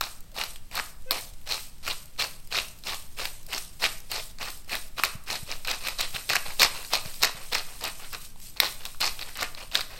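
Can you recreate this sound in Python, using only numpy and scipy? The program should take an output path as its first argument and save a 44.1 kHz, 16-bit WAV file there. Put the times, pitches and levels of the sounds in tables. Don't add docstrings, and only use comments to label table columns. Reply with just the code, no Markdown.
import sys
import numpy as np
from scipy import signal
from scipy.fft import rfft, irfft, next_fast_len
from scipy.io import wavfile
from scipy.ndimage import uniform_filter1d

SR = 44100
rng = np.random.default_rng(int(sys.argv[2]) if len(sys.argv) > 2 else 0)


def generate_wav(signal):
    frames = np.transpose(np.atleast_2d(signal))
    scaled = np.clip(frames, -1, 1) * 32767
    pcm = np.round(scaled).astype(np.int16)
    wavfile.write(sys.argv[1], SR, pcm)


def voltage_ratio(decibels):
    exponent = np.asarray(decibels, float) / 20
    return 10 ** exponent


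N = 440559

# (time [s], rise [s], hold [s], effort [dB])
TWISTS = [(0.007, 0.00083, 0.053, -34), (0.342, 0.04, 0.071, -33.5), (0.711, 0.059, 0.03, -32.5),
          (1.11, 0.0026, 0.066, -31), (1.459, 0.052, 0.063, -31), (1.828, 0.049, 0.047, -31),
          (2.177, 0.021, 0.045, -29), (2.506, 0.044, 0.056, -29.5), (2.842, 0.029, 0.074, -32),
          (3.166, 0.033, 0.064, -32.5), (3.486, 0.058, 0.029, -31.5), (3.795, 0.036, 0.038, -27),
          (4.092, 0.028, 0.077, -32.5), (4.392, 0.017, 0.088, -34.5), (4.677, 0.048, 0.038, -30),
          (4.965, 0.021, 0.017, -32.5), (5.261, 0.038, 0.06, -30.5), (5.645, 0.054, 0.05, -30),
          (5.978, 0.018, 0.054, -29.5), (6.286, 0.018, 0.064, -26), (6.588, 0.023, 0.037, -17.5),
          (6.903, 0.033, 0.042, -28), (7.205, 0.028, 0.046, -27.5), (7.51, 0.014, 0.077, -30.5),
          (7.807, 0.036, 0.043, -31), (8.121, 0.021, 0.0056, -33.5), (8.596, 0.04, 0.037, -28.5),
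          (9.001, 0.0087, 0.075, -27), (9.356, 0.063, 0.024, -28), (9.717, 0.032, 0.044, -30.5)]
# (time [s], rise [s], hold [s], effort [dB])
REGRIPS = [(5.034, 0.0014, 0.0052, -25.5), (5.464, 0.044, 0.02, -34), (5.805, 0.061, 0.025, -29.5),
           (6.124, 0.027, 0.023, -33), (6.454, 0.0016, 0.059, -38.5), (6.74, 0.0025, 0.088, -40.5),
           (7.048, 0.0024, 0.065, -45), (7.35, 0.0088, 0.089, -45), (7.654, 0.031, 0.078, -47),
           (7.992, 0.0026, 0.062, -44.5), (8.228, 0.002, 0.018, -57), (8.557, 0.0074, 0.018, -48.5),
           (8.784, 0.023, 0.068, -48), (8.85, 0.0029, 0.0052, -39), (9.169, 0.042, 0.022, -40.5),
           (9.251, 0.027, 0.035, -45), (9.565, 0.012, 0.053, -40.5), (9.883, 0.026, 0.13, -46)]
# (time [s], hollow over bright [dB])
GRIP = [(0, 0), (.4, 2), (1.1, 3), (1.5, -2), (3.2, 1), (4.1, 0), (4.4, 3.5), (4.9, 2.5), (5.1, 0.5),
        (5.5, 2), (6.3, 2), (6.6, 2), (7.5, 3), (8.1, 6.5), (8.6, 3), (9.1, -2), (9.4, 5), (9.99, 0.5)]
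# (frequency [Hz], density [dB per Hz])
SCRAPE = [(200, -22.5), (480, 0), (1200, -0.5), (3300, 0.5), (4300, 7), (6200, -10), (14000, -13.5)]
# (frequency [Hz], width [Hz], level [dB])
HOLLOW_MODES = [(420, 200, -23), (737, 200, -8), (1180, 220, -5), (1870, 98, -9.5), (2450, 300, -3),
                (2760, 96, -11)]
# (frequency [Hz], width [Hz], level [dB])
BURR_MODES = [(3740, 163, -9.5), (4100, 460, -1), (5010, 620, -1.5), (5050, 640, -14.5), (6380, 1200, -5.5)]
# (frequency [Hz], width [Hz], level [dB])
SHELL_MODES = [(7750, 2260, 10), (9600, 1200, -4), (13560, 1470, 8.5)]
# (time [s], peak [dB], ring [Hz], brightness [dB], second ring [Hz])
SPLITS = [(0.0105, -12, 4150, -5, 1260), (0.413, -14, 3530, -14, 2560), (0.4373, -15.5, 4030, -11, 2900),
          (0.7972, -14.5, 1250, -22, 1640), (1.1091, -3, 4430, -7.5, 1140), (1.522, -13.5, 4140, -22, 6040),
          (1.878, -15, 1300, -10, 2450), (2.2223, -13.0, 3620, -15, 2400), (2.525, -16, 2610, -22, 3900),
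          (2.586, -11, 4160, -16, 2560), (3.254, -13, 4700, -12, 2820), (3.8404, -8.5, 2600, -18, 4340),
          (3.8562, -12, 2530, -15, 3890), (4.7528, -13, 3700, -9, 2040), (5.0359, -2, 2450, -8, 1090),
          (5.7133, -12, 5070, -11, 2450), (6.0114, -12, 3740, -7, 2580), (6.2988, -7, 2510, -13, 5600),
          (6.3037, -12, 1980, -14, 2730), (6.3331, -13, 1440, -9, 1050), (6.354, -8.5, 1580, -9, 3900),
          (6.3572, -8.5, 4140, -15, 1810), (6.3652, -6.5, 2570, -21, 4260), (6.5966, -5, 4140, -11, 5720),
          (6.6053, -11, 2370, -17, 4780), (6.6181, -1.5, 3900, -12, 1890), (6.625, -11, 2200, -6, 5160),
          (6.6309, -1, 2200, -8, 5270), (6.6465, -9.0, 4710, -9, 3380), (6.9347, -7, 5340, -14, 880),
          (6.9409, -11, 4000, -18, 2930), (6.9528, -9.5, 4300, -10, 2310), (7.2331, 1.5, 4100, -11.5, 2570),
          (7.2401, -11, 4050, -12, 2290), (7.246, -4.0, 4630, -12, 1900), (7.2513, -8.5, 4670, -4, 2820),
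          (7.5493, -11, 2400, -17, 5010), (8.6015, 3.5, 4040, -7.5, 2220), (9.4287, -13.5, 1870, -9, 1290),
          (9.7534, -5, 3930, -17, 1680)]
# (time [s], peak [dB], ring [Hz], brightness [dB])
PIECES = [(1.5335, -16, 4200, -17), (1.5433, -19, 4100, -11), (2.2, -14, 2600, -11), (2.53, -17, 4030, -21),
          (2.5464, -19, 4170, -22), (2.554, -14.5, 2460, -20), (2.559, -17.5, 2460, -20),
          (2.5687, -13.5, 4150, -17), (2.576, -15, 3870, -13), (2.5787, -14.0, 2660, -15),
          (2.5987, -20, 2840, -13), (3.5312, -17, 2920, -11), (3.538, -19.5, 2190, -11),
          (3.846, -13, 2690, -17), (3.8508, -10.5, 2410, -14), (3.862, -15.5, 2600, -14),
          (3.8712, -19, 4280, -12), (4.73, -18, 2060, -25), (4.9966, -15, 1060, -17),
          (5.0504, -15, 3900, -2), (5.3017, -20, 2930, -16), (5.3101, -18, 5140, -19),
          (5.328, -18.0, 4220, -10), (5.3545, -17.5, 4350, -15), (5.515, -15.5, 5300, -21),
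          (5.523, -18.5, 2470, -20), (5.6737, -17.5, 4050, -7), (5.682, -16, 2470, -14),
          (5.8849, -17, 2460, -2.5), (6.1644, -19.0, 2570, -10), (6.6376, -22, 2450, -10),
          (6.9455, -12, 4200, -15), (6.9729, -19, 4110, -8), (7.2204, -17, 4300, -14),
          (7.5543, -15.5, 1070, -8), (7.583, -17, 5120, -11), (7.8397, -19, 3700, -2),
          (7.8791, -22, 2360, -4), (8.645, -12, 4100, -17), (8.6547, -20, 4000, -14),
          (9.0151, -11, 4050, -23), (9.0291, -25, 3870, -18), (9.0431, -11, 4220, -16),
          (9.055, -16, 4830, -5), (9.0631, -16.0, 5140, -7), (9.0766, -15, 4190, -17),
          (9.747, -17.5, 3530, -3), (9.763, -20, 4700, -21), (9.8078, -15.5, 4130, -13),
          (9.8127, -15.5, 4270, -18)]
# (time [s], peak [dB], ring [Hz], brightness [dB])
CHIPS = [(0.038, -20, 4200, -14), (0.3883, -24, 2950, -6), (0.7696, -18, 3890, -11),
         (0.7753, -17.5, 1300, -12), (0.79, -18.5, 1780, -15), (1.506, -20.0, 4130, -21),
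         (1.5137, -20.0, 4260, -14), (1.901, -20.0, 2970, -17), (1.9103, -19.5, 3660, -17),
         (2.208, -18.0, 2510, -14), (2.2137, -16.0, 3550, -17), (2.2426, -20, 4100, -18),
         (2.9326, -21, 1920, -14), (2.9447, -25, 4520, -5), (3.547, -19.0, 4500, -16),
         (3.5797, -15.5, 5460, -11), (4.157, -21, 4650, -15), (4.162, -17, 4600, -16),
         (4.7353, -19.0, 2190, -17), (4.7422, -21, 2430, -17), (5.691, -17, 2700, -12),
         (5.7022, -19, 2530, -14), (5.7078, -19, 4040, -20), (5.87, -18, 2430, -15),
         (5.8744, -20.5, 4260, -5), (5.9866, -20, 4170, -17), (5.9905, -20.5, 4150, -16),
         (6.0071, -18, 4760, -5.5), (6.028, -18.5, 4370, -12), (6.1607, -18, 2540, -16),
         (6.292, -15, 4060, -9), (6.3106, -26, 4170, -10), (6.3234, -26, 4000, -9), (6.96, -20, 4200, -6),
         (7.274, -22, 2650, -9), (7.294, -24, 960, -12), (7.5448, -18, 4090, -16), (7.852, -21.5, 4000, -7),
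         (8.6222, -17.5, 2060, -16), (8.6334, -18, 1080, -14), (8.662, -17, 4470, -16),
         (9.0046, -19.5, 4170, -5), (9.0184, -16, 4170, -17), (9.0317, -17, 1200, -17),
         (9.068, -22, 5420, -13), (9.2225, -21, 3540, -16), (9.4118, -19, 3820, -8),
         (9.422, -19.0, 1160, -10), (9.7734, -18, 5100, -16), (9.7927, -24, 1310, -17)]
# (time [s], peak [dB], ring [Hz],
# brightness [dB])
TICKS = [(0.2061, -49.5, 4780, 17), (0.559, -30, 3380, -6), (0.7132, -33, 2340, -11), (1.336, -46, 4400, 3),
         (1.866, -22, 2400, -17), (2.057, -45, 5430, 11), (2.8372, -29.5, 4100, -13),
         (3.1874, -23, 2770, -9), (3.43, -44, 5530, 4), (3.5254, -22, 2660, -10), (3.9248, -36, 4190, 1),
         (4.1155, -25, 4450, 5), (4.3857, -27, 4240, -21), (4.982, -27, 890, -18), (5.2813, -26, 2670, -15),
         (5.648, -23, 4130, -8), (5.996, -26, 2410, -11), (7.227, -8, 4300, -14), (7.5311, -16, 4080, -9),
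         (8.13, -29, 4000, 2), (8.1473, -22, 4000, -16), (8.359, -41, 834, -15), (0.7537, -27, 2430, 5),
         (8.5752, -28, 4220, -21), (8.853, -21.5, 3770, -4), (9.009, -20.5, 4050, 3),
         (9.2129, -21, 4500, -18), (9.229, -22, 3620, -12), (9.5484, -25, 4000, -20),
         (1.1166, -15, 4200, -6), (6.757, -29, 2500, -14), (6.765, -28, 4200, -12), (6.775, -25, 2600, -12),
         (6.848, -29, 4500, -8), (7.058, -27, 4800, -12), (7.142, -30, 4800, -6), (2.89, -30, 5200, -14),
         (2.907, -24, 4000, -14),
         (0.054, -28, 4300, -10), (0.3172, -47, 3440, 6), (1.0223, -50, 3700, 8), (1.414, -47, 2900, 3),
        (1.4745, -29, 4780, -5), (1.4907, -26, 5510, -14), (1.7821, -46, 5230, 0), (2.1345, -55, 3250, 2),
        (2.1388, -54, 4570, 4), (2.1616, -40.5, 2450, -8), (2.4735, -44, 5010, 9), (2.5151, -27, 3070, -15),
        (2.7872, -45, 5100, 3), (3.1943, -24, 810, -12), (3.4653, -38, 5270, 6), (4.0029, -38, 6110, 3.5),
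        (4.4882, -27, 1126, -19), (4.503, -26, 4280, 0), (4.574, -40, 5360, 5), (4.6457, -43, 5270, -1),
        (4.695, -25, 2680, -11), (4.992, -17, 2900, -19), (5.238, -46, 1070, 9), (5.6512, -22, 2540, -13),
        (5.808, -30, 2630, -11), (6.4639, -25, 3530, -11), (6.5055, -26, 2140, -10),
        (7.8103, -27.5, 4730, -7), (8.1505, -33, 2750, -15), (8.401, -40, 5510, 3), (8.4975, -47, 4880, 12),
        (8.5702, -28, 4100, -12), (8.861, -23.5, 3830, -12), (8.9462, -37, 1420, -14),
        (9.1918, -24, 3500, -13), (9.3546, -26, 4040, -12), (9.372, -29, 1830, 6),
        (9.7146, -29.5, 2880, -14), (9.722, -29.5, 3600, -11), (9.9053, -32, 1890, -13)]
# (frequency [Hz], density [dB per Hz])
HISS = [(1500, -7), (2500, 3.5), (5000, 6.5), (7600, 2.5), (8500, 9), (9400, 6), (16000, -4)]
# (time [s], steady trickle [dB], shake by a stroke [dB])
TILT = [(0, -62, -40.5), (1, -58.5, -37), (2.1, -58.5, -40), (2.8, -55.5, -39), (4.002, -54, -38),
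        (4.4, -61, -39.5), (5.2, -58, -39.5), (5.6, -53, -43.5), (6.1, -46, -40), (7.2, -42.5, -51),
        (7.351, -47, -43), (8.1, -47.5, -46), (8.26, -45, -71), (8.35, -61, -45), (8.45, -42, -67),
        (8.59, -61, -38), (9.3, -48, -45), (9.99, -75, -41)]
# (frequency [Hz], time to fall 60 dB [s])
KITCHEN_T60 = [(250, 0.62), (2000, 0.42), (15000, 0.23)]
# (frequency [Hz], density [dB per Hz])
AIR = [(30, 0.5), (70, -5.5), (150, -10), (400, -25.5), (5000, -36), (16000, -64)]
# (frequency [Hz], density [dB per Hz])
RUMBLE = [(3, -1.5), (7, 9), (11, 11), (16, -14), (24, -0.5), (45, -50.5)]
# (time [s], length [s], start pitch [Hz], end pitch [Hz], level [dB], load [ratio])
CREAKS = [
    (.322, .032, 700, 480, -52, .2),
    (1.058, .054, 503, 518, -43.5, 1.1),
    (3.476, .036, 820, 380, -48, .2),
    (3.499, .022, 900, 600, -49, .1),
]
# (time [s], peak [dB])
BUMPS = [
    (5.143, -21.5),
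    (5.42, -24),
    (6.136, -27),
    (6.473, -32),
    (7.049, -24),
    (7.218, -40),
    (7.337, -29),
]
# (frequency [Hz], gain [dB])
MICROPHONE = [(7000, -2), (8300, 0), (9000, -2), (10900, -3), (12400, 0), (13600, 0.5), (14200, -21),
              (15700, -0.5)]
# (frequency [Hz], readiness to drop out [spreads of need])
DROPPED_TREBLE = [(9000, -1.4), (9800, -1.1), (10700, -.5), (11600, -1.1), (13800, -1.2), (14400, -.1),
                  (15000, .8), (15600, -.3)]


def evened(x):
    return x / np.sqrt(np.mean(x ** 2) + 1e-20)


def read(points, hz):
    f, value = np.transpose(points)
    return np.interp(np.log(hz + 1), np.log(f + 1), value)


def add(mix, s, sound):
    part = mix[round(s * SR):][:len(sound)]
    part += sound[:len(part)]


def coloured(spectrum):
    size = next_fast_len(N)
    white = rfft(rng.standard_normal(size))
    gain = voltage_ratio(read(spectrum, np.fft.rfftfreq(size, 1 / SR)))
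    return evened(irfft(white * gain, size)[:N])


def wander(ms):
    size = max(round(ms * SR / 1000), 1)
    drift = uniform_filter1d(rng.standard_normal(N), size)
    return evened(uniform_filter1d(drift, size))


def patchy(x, spread_db):
    z = signal.stft(x, nperseg=256)[2]
    patches = uniform_filter1d(rng.standard_normal(z.shape), size=4, axis=0)
    patches = evened(uniform_filter1d(patches, size=8, axis=1))
    gain = voltage_ratio(spread_db * np.minimum(patches, 1.2))
    return evened(signal.istft(z * gain, nperseg=256)[1][:N])


def ring(modes, stretch, spread_db):
    t = np.arange(600) / SR
    hz, width, db = np.transpose(modes)[:, :, None]
    struck = voltage_ratio(db + spread_db * rng.uniform(-0.59, 1, hz.shape)) * rng.choice([-1, 1], hz.shape)
    width = np.maximum(width, 230)
    decay = np.exp(-np.pi * width * t) * np.minimum(t / .0001, 1)
    return (struck * decay * np.sin(2 * np.pi * hz * stretch * t)).sum(0)


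def grains(modes, per_s, spread_db, count):
    strength = voltage_ratio(spread_db * np.minimum(rng.exponential(1, N), 1.6))
    clicks = strength * (rng.random(N) < per_s / SR)
    kind = rng.integers(0, count, N)
    total = np.zeros(N)
    for k in range(count):
        response = ring(modes, rng.uniform(1.0, 1.065), 7.1)
        total += signal.oaconvolve(clicks * (kind == k), response)[:N]
    return evened(total)


def grind():
    slips = voltage_ratio(5.5 * np.clip(wander(3), -3, 1))
    scrape = patchy(coloured(SCRAPE) * slips, spread_db=4)
    split_hz = 3150
    low = signal.sosfiltfilt(signal.butter(4, split_hz, fs=SR, output="sos"), scrape)
    hollow = voltage_ratio(-1.5) * low + voltage_ratio(-8.0) * grains(HOLLOW_MODES, per_s=600, spread_db=1.5, count=8)
    bright = voltage_ratio(-3.5) * (scrape - low) + voltage_ratio(-6.5) * grains(BURR_MODES, per_s=400, spread_db=1.0, count=6)
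    return strained() * (effort() * [hollow, bright]).sum(0)


def effort():
    gain, splits = np.zeros((2, N)), np.transpose(SPLITS)[0]
    t = np.arange(SR // 2) / SR
    for strokes, fall_db_per_s in ((TWISTS, 420), (REGRIPS, 200)):
        for s, rise, hold, db in strokes:
            nearest = splits[np.argmin(abs(splits - s))]
            if rise < .005 and abs(nearest - s) < .02:
                s = nearest
            fall = fall_db_per_s + 16.6 * s
            shape = np.interp(t, [0, rise, rise + hold], [-17.5, 2, -2.5])
            shape = shape - fall * np.maximum(t - rise - hold, 0)
            hollow_db = np.interp(s, *np.transpose(GRIP)) - 0.18 * (db + 28.0)
            add(gain[0], s, voltage_ratio(db + hollow_db / 2 + shape))
            add(gain[1], s, voltage_ratio(db - hollow_db / 2 + shape))
    return gain


def strained():
    strain_s, strain_db = 0.0053, 0.5
    strain = np.zeros(N)
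    for s, *_ in SPLITS + PIECES:
        add(strain, max(s - strain_s, 0), np.hanning(round(strain_s * SR) + 2) ** .5)
    return voltage_ratio(strain_db * np.minimum(strain, 1))


def crack(db, hz, bright_db, second_hz=None):
    t = np.arange(400) / SR
    snaps = 0.15 * np.clip(rng.standard_normal(400), -1.9, 1.9) ** 3 * np.exp(-t / 0.0032)
    snaps[0] = 1
    z = rfft(snaps, 2048)
    snaps = irfft(z / abs(z) ** .8)[:400] * np.exp(-t / .004)
    snaps = signal.lfilter([1, -1], [1, -.85], snaps)
    pitches = [(hz, 0)]
    if second_hz:
        pitches.append((second_hz, -5.5))
    parts = []
    for f, level in pitches:
        width = 263 + 0.08 * f
        parts.append((np.convolve(snaps, ring([(f, width, 0)], 1, 0)), level))
    near = [(f, width + 250, level - 1.9 * abs(np.log2(f / hz)))
            for f, width, level in HOLLOW_MODES + BURR_MODES]
    parts.append((np.convolve(snaps, ring(near + [(6820, 1430, -10)], 1, 1.1)), -2))
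    body = sum(voltage_ratio(level) * part / abs(part).max() for part, level in parts)
    edge = np.convolve(snaps, ring(SHELL_MODES, 1, 3.0))
    return voltage_ratio(db) * (body / abs(body).max() + voltage_ratio(bright_db + 2.5) * edge / abs(edge).max())


def loose_corns():
    hiss = patchy(coloured(HISS) * voltage_ratio(2.0 * wander(4.0)), spread_db=2.5)
    ticks = grains(SHELL_MODES, per_s=1500, spread_db=2.5, count=5)
    return shaken() * (voltage_ratio(-1.5) * evened(hiss) + voltage_ratio(-5.5) * ticks)


def shaken():
    s, trickle_db, shake_db = np.transpose(TILT)
    power = voltage_ratio(2 * np.interp(np.arange(N) / SR, s, trickle_db))
    t = np.arange(SR // 2) / SR
    for start, rise, hold, db in TWISTS + REGRIPS:
        hold = hold + 0.03
        after = t - rise - hold
        shape = np.interp(t, [0, rise, rise + hold], [-12, -0.5, 0])
        shape -= 110 * np.maximum(after, 0)
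        shape += -13 * np.clip((after - 0.092) / 0.017, 0, 1)
        level = np.interp(start, s, shake_db) + 0.51 * (db + 27.0)
        add(power, start, voltage_ratio(2 * (level + shape)))
    return np.sqrt(power)


def kitchen(x):
    taps = np.zeros(SR // 2)
    at = np.arange(250, SR // 2 - 20, 20)
    taps[at + rng.integers(0, 20, len(at))] = rng.choice([-1., 1.], len(at))
    hz, t, z = signal.stft(taps, SR, nperseg=256)
    decay = voltage_ratio(-60 * t / read(KITCHEN_T60, hz)[:, None])
    tail = signal.istft(z * decay, SR, nperseg=256)[1]
    return signal.oaconvolve(x, tail / np.linalg.norm(tail))[:N]


def still_air():
    return voltage_ratio(-49.5) * coloured(AIR) + voltage_ratio(-36.5) * coloured(RUMBLE)


def creak(length, start_hz, end_hz, db, load):
    u = np.arange(round(length * SR)) / (length * SR)
    hz = end_hz + (start_hz - end_hz) * (1 - u) ** 2
    unsteady = 1 + .08 * uniform_filter1d(rng.standard_normal(len(u)), size=100)
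    phase = 2 * np.pi * (np.cumsum(hz * unsteady) / SR)
    overtones = sum(voltage_ratio(level) * np.cos(k * phase) for k, level in enumerate([-16, -1, -8, -2, -14], 2))
    tone = np.cos(phase) + load * u ** 1.5 * overtones
    return voltage_ratio(db) * tone * (.7 + load * u / 2) * signal.windows.tukey(len(u), .2)


def bump(db):
    t = np.arange(1200) / SR - .0125
    return voltage_ratio(db) * 0.5 * np.sin(2 * np.pi * 120 * t) * np.exp(-(t / 0.0038) ** 2)


def scene():
    mill, low = grind() + loose_corns(), np.zeros(N)
    for s, *row in SPLITS + PIECES + CHIPS + TICKS:
        add(mill, s, crack(*row))
    for s, *row in CREAKS:
        add(mill, s, creak(*row))
    for s, db in BUMPS:
        add(low, s, bump(db))
    return (mill + voltage_ratio(-13.5) * kitchen(mill) + low + still_air())[None]


def patchy_treble(x):
    hz, _, z = signal.stft(x, SR, nperseg=1024)
    z = z * voltage_ratio(read(MICROPHONE, hz))[:, None]
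    moments = z.shape[1]
    bands = np.repeat(rng.standard_normal((65, moments)), 8, axis=0)[:len(hz)]
    busy = np.log(uniform_filter1d((abs(z[20:]) ** 2).sum(0), size=5) + 1e-9)
    room = .6 * evened(uniform_filter1d(rng.standard_normal(moments), size=5))
    room = room - .5 * np.roll(evened(busy - busy.mean()), 3)
    need = .6 * evened(uniform_filter1d(bands, size=9, axis=1))
    need = need + room * np.clip(hz / 5000 - 2, 0, 1)[:, None]
    treble = np.log((abs(z[200:]) ** 2).sum(0) + 1e-9)
    attack = np.diff(treble, prepend=0) > .9
    attack = attack | np.roll(attack, 1)
    weak = (need < read(DROPPED_TREBLE, hz)[:, None]) & (hz > 9000)[:, None] & ~attack
    dropped = weak | (hz > 15900)[:, None]
    return signal.istft(z * np.where(dropped, .003, 1), SR, nperseg=1024)[1][:N]


def top_cut(x):
    return signal.sosfilt(signal.butter(12, 16970, fs=SR, output="sos"), x)


def record(dry):
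    limited = 1.017 * np.tanh(dry[0] / 0.94)
    mix = patchy_treble(limited)[None]
    return top_cut(mix)


dry = scene()
out = record(dry)
generate_wav(out)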